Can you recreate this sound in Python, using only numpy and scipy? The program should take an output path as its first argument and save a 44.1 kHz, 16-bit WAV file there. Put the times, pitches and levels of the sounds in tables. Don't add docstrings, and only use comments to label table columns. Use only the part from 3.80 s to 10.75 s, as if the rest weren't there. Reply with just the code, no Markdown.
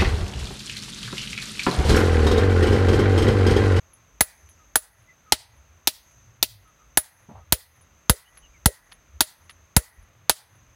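import sys
import numpy as np
from scipy import signal
from scipy.io import wavfile
from scipy.ndimage import minimum_filter1d

SR = 44100
rng = np.random.default_rng(int(sys.argv[2]) if len(sys.argv) > 2 else 0)


def transcribe(u):
    v = np.clip(np.atleast_2d(u).T, -1, 1)
    q = np.round(v * 32767).astype(np.int16)
    wavfile.write(sys.argv[1], SR, q)


N = 306495
TIME_S = np.arange(N) / SR
AGE_S = np.arange(SR // 2) / SR
CUTOFF_HZ = 15900


def from_db(db):
    return 10 ** (np.asarray(db) / 20)


def unit_rms(x):
    return x / np.sqrt(np.mean(x ** 2) + 1e-20)


def at_level(x, db, window_s=0.032):
    return from_db(db) * x / np.sqrt(np.sum(x ** 2) / (window_s * SR) + 1e-20)


def decay(t60_s):
    return np.exp(-np.minimum(np.log(1000) * AGE_S / t60_s, 40))


def bandpass(x, low_hz, high_hz, order=3):
    sos = signal.butter(order, [low_hz, high_hz], "band", fs=SR, output="sos")
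    return signal.sosfilt(sos, x + 1e-18)


def smooth(x, lag_s):
    pole = np.exp(-1 / (lag_s * SR))
    return signal.lfilter([1 - pole], [1, -pole], x + 1e-18)


def add(track, time_s, sound):
    start = max(round(time_s * SR), 0)
    part = sound[:max(N - start, 0)]
    track[start:start + len(part)] += part


def noise(size=len(AGE_S)):
    return rng.standard_normal(size)


def narrow_noise(hz, width_hz, size=len(AGE_S)):
    return unit_rms(bandpass(noise(size), hz - width_hz / 2, hz + width_hz / 2))


def drift(rate_hz):
    return np.interp(TIME_S * rate_hz, np.arange(400), noise(400))


def ring(modes, spread_db=2.5):
    out = 0
    for k, (hz, db, t60_s) in enumerate(modes):
        gain = (-1) ** k * from_db(db + spread_db * rng.standard_normal())
        out = out + gain * decay(t60_s) * np.sin(2 * np.pi * hz * AGE_S)
    return out


# (frequency [Hz], relative density [dB])
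AIR_SPECTRUM = [(25, -31), (55, -6), (95, -8), (200, -20), (450, -24.5), (620, -21), (850, -25),
                (1250, -21), (1700, -24.5), (2600, -26.5), (4800, -38.5), (8000, -45.5), (15500, -41)]
def air(level_db=-56.5, flicker_db=0.15, gust_db=7.5):
    points_hz, points_db = np.transpose(AIR_SPECTRUM)
    edges_hz = np.geomspace(22, 16000, 20)
    out = np.zeros(N)
    for low_hz, high_hz in zip(edges_hz, edges_hz[1:]):
        db = np.interp(np.log(low_hz * high_hz) / 2, np.log(points_hz), points_db)
        sway_db = gust_db if high_hz < 150 else flicker_db
        out += from_db(db + sway_db * drift(5.8)) * bandpass(noise(N), low_hz, high_hz)
    return from_db(level_db) * unit_rms(out)


# (centre [Hz], width [Hz], level [dB])
INSECT_BANDS = [(6093, 140, -68.5), (6360, 130, -70.5), (6590, 210, -72.5), (6213, 3300, -77),
                (11500, 500, -82)]
def insects(waver_db=0.5, swell_db=2.5):
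    swell = from_db(swell_db * drift(3))
    return swell * sum(from_db(db + waver_db * drift(11)) * narrow_noise(hz, width_hz, N)
                       for hz, width_hz, db in INSECT_BANDS)


# (time [s], level [dB])
LOW_BIRD_CALLS = [(0.777, -58), (1.452, -53), (2.848, -57), (2.982, -59.5), (3.582, -58)]
# (time [s], start [Hz], end [Hz], level [dB])
BIRD_WHISTLES = [(1.27, 2015, 2014, -51), (4.441, 2880, 3050, -53), (4.618, 3080, 2760, -54.5),
                 (4.727, 2490, 1950, -57)]
def birds(call_s=0.073, call_glide_hz=(1310, 1220), whistle_s=0.064, waver_share=0.027):
    notes = [(time_s, call_s, *call_glide_hz, db) for time_s, db in LOW_BIRD_CALLS]
    notes += [(time_s, whistle_s, *glide) for time_s, *glide in BIRD_WHISTLES]
    out = np.zeros(N)
    for time_s, length_s, start_hz, end_hz, db in notes:
        progress = np.clip(AGE_S / length_s, 0, 1)
        waver = 1 + waver_share * unit_rms(bandpass(noise(), 6.8, 260))
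        hz = (start_hz + (end_hz - start_hz) * progress) * waver
        tone = np.sin(2 * np.pi * np.cumsum(hz) / SR)
        add(out, time_s, from_db(db) * np.sin(np.pi * progress) * tone)
    return out


# (time [s], length [s], level [dB], centre [Hz])
GROUND_SCUFFS = [(3.484, 0.058, -40.5, 190), (3.487, 0.081, -49, 757), (3.546, 0.081, -48.5, 805),
                 (3.523, 0.17, -46.5, 79), (6.163, 0.11, -45, 59), (6.827, 0.063, -49, 69.3)]
def scuffs(attack_share=0.12):
    out = np.zeros(N)
    for time_s, length_s, db, hz in GROUND_SCUFFS:
        swell = np.interp(AGE_S / length_s, [0, attack_share, 1], [0, 1, 0])
        rub = unit_rms(bandpass(noise(), hz / 1.41, hz * 1.31, order=2))
        add(out, time_s, from_db(db) * swell * rub)
    return out


# (frequency [Hz], t60 [s], gain [dB])
PIT_REVERB = [(350, 0.6, -37.5), (695, 0.55, -33), (1288, 0.47, -31.5), (1990, 0.59, -28.5),
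              (3000, 0.3, -31.5), (4500, 0.25, -26.5), (5700, .23, -29.5), (7540, 0.073, -26),
              (11000, 0.4, -28), (15000, 0.24, -30)]
def pit_wash(x, build_s=0.0072, far_wall_s=0.049, far_wall_db=-1.5):
    points_hz, points_t60_s, points_db = np.transpose(PIT_REVERB)
    edges_hz = np.geomspace(400, 16000, 17)
    arriving = x.copy()
    add(arriving, far_wall_s, from_db(far_wall_db) * x)
    carriers = noise((2, N))
    out = np.zeros(N)
    for k, (low_hz, high_hz) in enumerate(zip(edges_hz, edges_hz[1:])):
        log_centre = np.log(low_hz * high_hz) / 2
        t60_s = np.interp(log_centre, np.log(points_hz), points_t60_s)
        db = np.interp(log_centre, np.log(points_hz), points_db)
        power = bandpass(arriving, low_hz, high_hz) ** 2
        for lag_s in (build_s, build_s, t60_s / np.log(10 ** 6)):
            power = smooth(power, lag_s)
        out += from_db(db) * np.sqrt(power) * unit_rms(bandpass(carriers[k % 2], low_hz, high_hz))
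    return out


STEEL_HZ = [9275, 10411, 10600, 10855, 10950, 11121, 11760, 14668, 14825]
# (relative level [dB], t60 [s])
STEEL_MODES = [(-6, 0.063), (-5, 0.078), (-6, 0.0074), (-6.5, 0.075), (-6.5, 0.041), (-3, 0.052),
               (-2.5, 0.031), (-10, 0.072), (-13, 0.087)]
def steel_ring(favoured_hz, pitch_ratio=1, favour_db=7, reach_hz=120):
    modes = []
    for hz, (db, t60_s) in zip(STEEL_HZ, STEEL_MODES):
        boost_db = favour_db * np.exp(-((hz - favoured_hz) / reach_hz) ** 2)
        modes.append((hz * pitch_ratio, db + boost_db, t60_s))
    return ring(modes)


# (time [s], ring [dB], grit [dB])
CHISEL_TOUCHES = [(0.132, -55, -71), (0.69, -59.5, -64.5), (4.009, -62, -73.5), (4.572, -53, -56.5),
                  (5.117, -56, -50), (5.695, -56, -48.5)]
def reseating(turn_delay_s=0.235, scatter_s=0.02, turn_ring_db=-73, turn_grit_db=-76,
              scrape_t60_s=0.061, grains_per_s=1100):
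    turns = [(time_s + turn_delay_s + scatter_s * rng.standard_normal(), turn_ring_db, turn_grit_db)
             for time_s, *_ in HAMMER_BLOWS]
    out = np.zeros(N)
    for time_s, ring_db, grit_db in turns + list(CHISEL_TOUCHES):
        ticks = rng.random(len(AGE_S)) < grains_per_s / SR
        grains = ticks * noise() * decay(scrape_t60_s)
        steel = signal.fftconvolve(grains, steel_ring(STEEL_HZ[1]))[:len(AGE_S)]
        clink = bandpass(steel, 10100, 11500, order=2)
        grit = bandpass(grains, 1150, 3700, order=2)
        add(out, time_s, at_level(clink, ring_db) + at_level(grit, grit_db))
    return out


def ground_thud(thump_db, rest_hz=52, start_rise_hz=410, fall_s=0.0034, rasp_db=-16):
    fallen = 1 - np.exp(-AGE_S / fall_s)
    cycles = rest_hz * AGE_S + start_rise_hz * fall_s * fallen
    envelope = fallen ** 2 * decay(0.08) * np.exp(-(AGE_S / 0.036) ** 2)
    thump = envelope * np.sin(2 * np.pi * cycles)
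    rasp = bandpass(decay(0.1034) * noise(), 390.5, 600)
    return at_level(thump, thump_db) + at_level(rasp, thump_db + rasp_db)


def slab_song(thump_db, base_db=-41.5, thump_share=0.35):
    return from_db(base_db + thump_share * thump_db) * decay(0.6) * narrow_noise(1950, width_hz=170)


# (frequency [Hz], relative level [dB], t60 [s])
SLAB_MODES = [(507, -8.5, 0.0057), (623, -14, 0.1), (653, 1.5, 0.022), (840, 2.5, 0.03), (957, -0.5, 0.033),
              (1478, -15, 0.049), (1850, -15.5, 0.015), (1985, -10, .04)]
def slab_knock(force_db, sharpness, blunt_db=-18.5, sharp_change_db=-7.5):
    return at_level(ring(SLAB_MODES), blunt_db + force_db + sharp_change_db * sharpness)


# (low [Hz], high [Hz], burst t60 [s], crumble t60 [s], crumble re burst [dB],
# level [dB], change at full bite [dB], change at full sharpness [dB])
CRUSH_BANDS = [(216, 490, 0.037, 0.037, -23.5, -27.5, 1.5, -4),
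               (1183, 2084, 0.035, 0.098, -17, -17, -7, -6.5), (2400, 5770, 0.01, 0.073, -8.5, -22, 7.5, 0),
               (3620, 4550, 0.022, 0.075, -9.5, -25.5, 7.5, -2.5),
               (6030, 10400, 0.047, 0.13, -15.5, -17, -0.5, -2),
               (11750, 14000, 0.018, .075, -12, -25, -5.5, 11.5),
               (13520, 15100, 0.047, 0.14, -20, -26, -4, 10.5)]
def stone_crack(force_db, bite, sharpness, rebound_s=0.0038, rebound_db=-2.5, rebound_t60_s=0.013):
    rebound = from_db(rebound_db) * np.interp(AGE_S - rebound_s, AGE_S, decay(rebound_t60_s), left=0)
    out = 0
    for low_hz, high_hz, burst_t60_s, crumble_t60_s, crumble_db, db, bite_db, sharp_db in CRUSH_BANDS:
        crumble = from_db(crumble_db) * decay(crumble_t60_s)
        envelope = np.sqrt(decay(burst_t60_s) ** 2 + rebound ** 2 + crumble ** 2)
        crack = bandpass(envelope * noise(), low_hz, high_hz)
        out = out + at_level(crack, db + force_db + bite_db * bite + sharp_db * sharpness)
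    return out


# (centre [Hz], width [Hz], re ring [dB], t60 [s])
RING_TAILS = [(10411, 70, -30, .42), (10855, 90, -33, .38), (11121, 90, -35, .36), (14700, 450, -32, .3)]
def chisel_ring(force_db, favoured_hz, bite, bounce_db=-11, bite_change_db=-14,
                swell_s=0.0024, grip_detune_share=0.002):
    ring_db = bounce_db + force_db + bite_change_db * bite
    freed = 1 - np.exp(-AGE_S / swell_s)
    pitch_ratio = 1 + grip_detune_share * rng.standard_normal()
    out = at_level(freed * steel_ring(favoured_hz, pitch_ratio), ring_db)
    for hz, width_hz, db, t60_s in RING_TAILS:
        out += from_db(ring_db + db) * decay(t60_s) * narrow_noise(hz, width_hz)
    return out


# (time [s], force [dB], steel pitch favoured by the impact point [Hz],
# ground thump [dB], tip bite [0-1], contact sharpness [0-1])
HAMMER_BLOWS = [(0.4075, -3.5, 10855, -28, .08, 0.2), (0.9565, -1, 10411, -35.5, 0.0, 0.2),
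                (1.5221, -0.5, 11760, -30, 0.9, 0.0), (2.0729, -3, 11121, -44.5, 0.85, 0.83),
                (2.6271, -4, 11760, -43.5, 0.99, 0.97), (3.1729, -1, 10870, -31, 0.03, 0.29),
                (3.7232, 1, 10550, -17.5, 0.44, 0.6), (4.296, 2, 11121, -7.5, 0.19, 0.3),
                (4.8579, -2.5, 10411, -10.5, 0.22, 0.22), (5.4065, -0.5, 10411, -33, .55, 0.44),
                (5.965, -1, 10930, -9, 0.15, 0.3), (6.4954, 1.5, 10855, -33, 0.53, 0.26)]
def hammering():
    stone, steel, ground = np.zeros((3, N))
    for time_s, force_db, favoured_hz, thump_db, bite, sharpness in HAMMER_BLOWS:
        add(stone, time_s, slab_knock(force_db, sharpness) + stone_crack(force_db, bite, sharpness))
        add(steel, time_s, chisel_ring(force_db, favoured_hz, bite))
        add(ground, time_s, ground_thud(thump_db) + slab_song(thump_db))
    return stone, steel, ground


def scene():
    stone, steel, ground = hammering()
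    background = air() + insects() + birds() + scuffs()
    return (background + pit_wash(stone) + reseating() + ground + stone + steel)[None, :]


def limiter(x, threshold_db=-2.1, attack_s=0.0015, hold_s=0.15, release_db_per_s=90):
    sensed = bandpass(x, 500, CUTOFF_HZ, order=2)
    over_db = np.maximum(20 * np.log10(np.abs(sensed) + 1e-9) - threshold_db, 0)
    half_hold = round(hold_s * SR / 2)
    held_db = -minimum_filter1d(-over_db, 2 * half_hold + 1, origin=half_hold, mode="constant")
    ramp_db = release_db_per_s * TIME_S
    reduction_db = np.maximum.accumulate(held_db + ramp_db, axis=-1) - ramp_db
    return x * from_db(-smooth(reduction_db, attack_s))


def record(dry, ceiling=0.8):
    limited = limiter(dry)
    rounded = limited / (1 + (limited / ceiling) ** 6) ** (1 / 6)
    return signal.sosfilt(signal.ellip(10, 0.1, 80, CUTOFF_HZ, fs=SR, output="sos"), rounded)


dry = scene()
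out = record(dry)
transcribe(out)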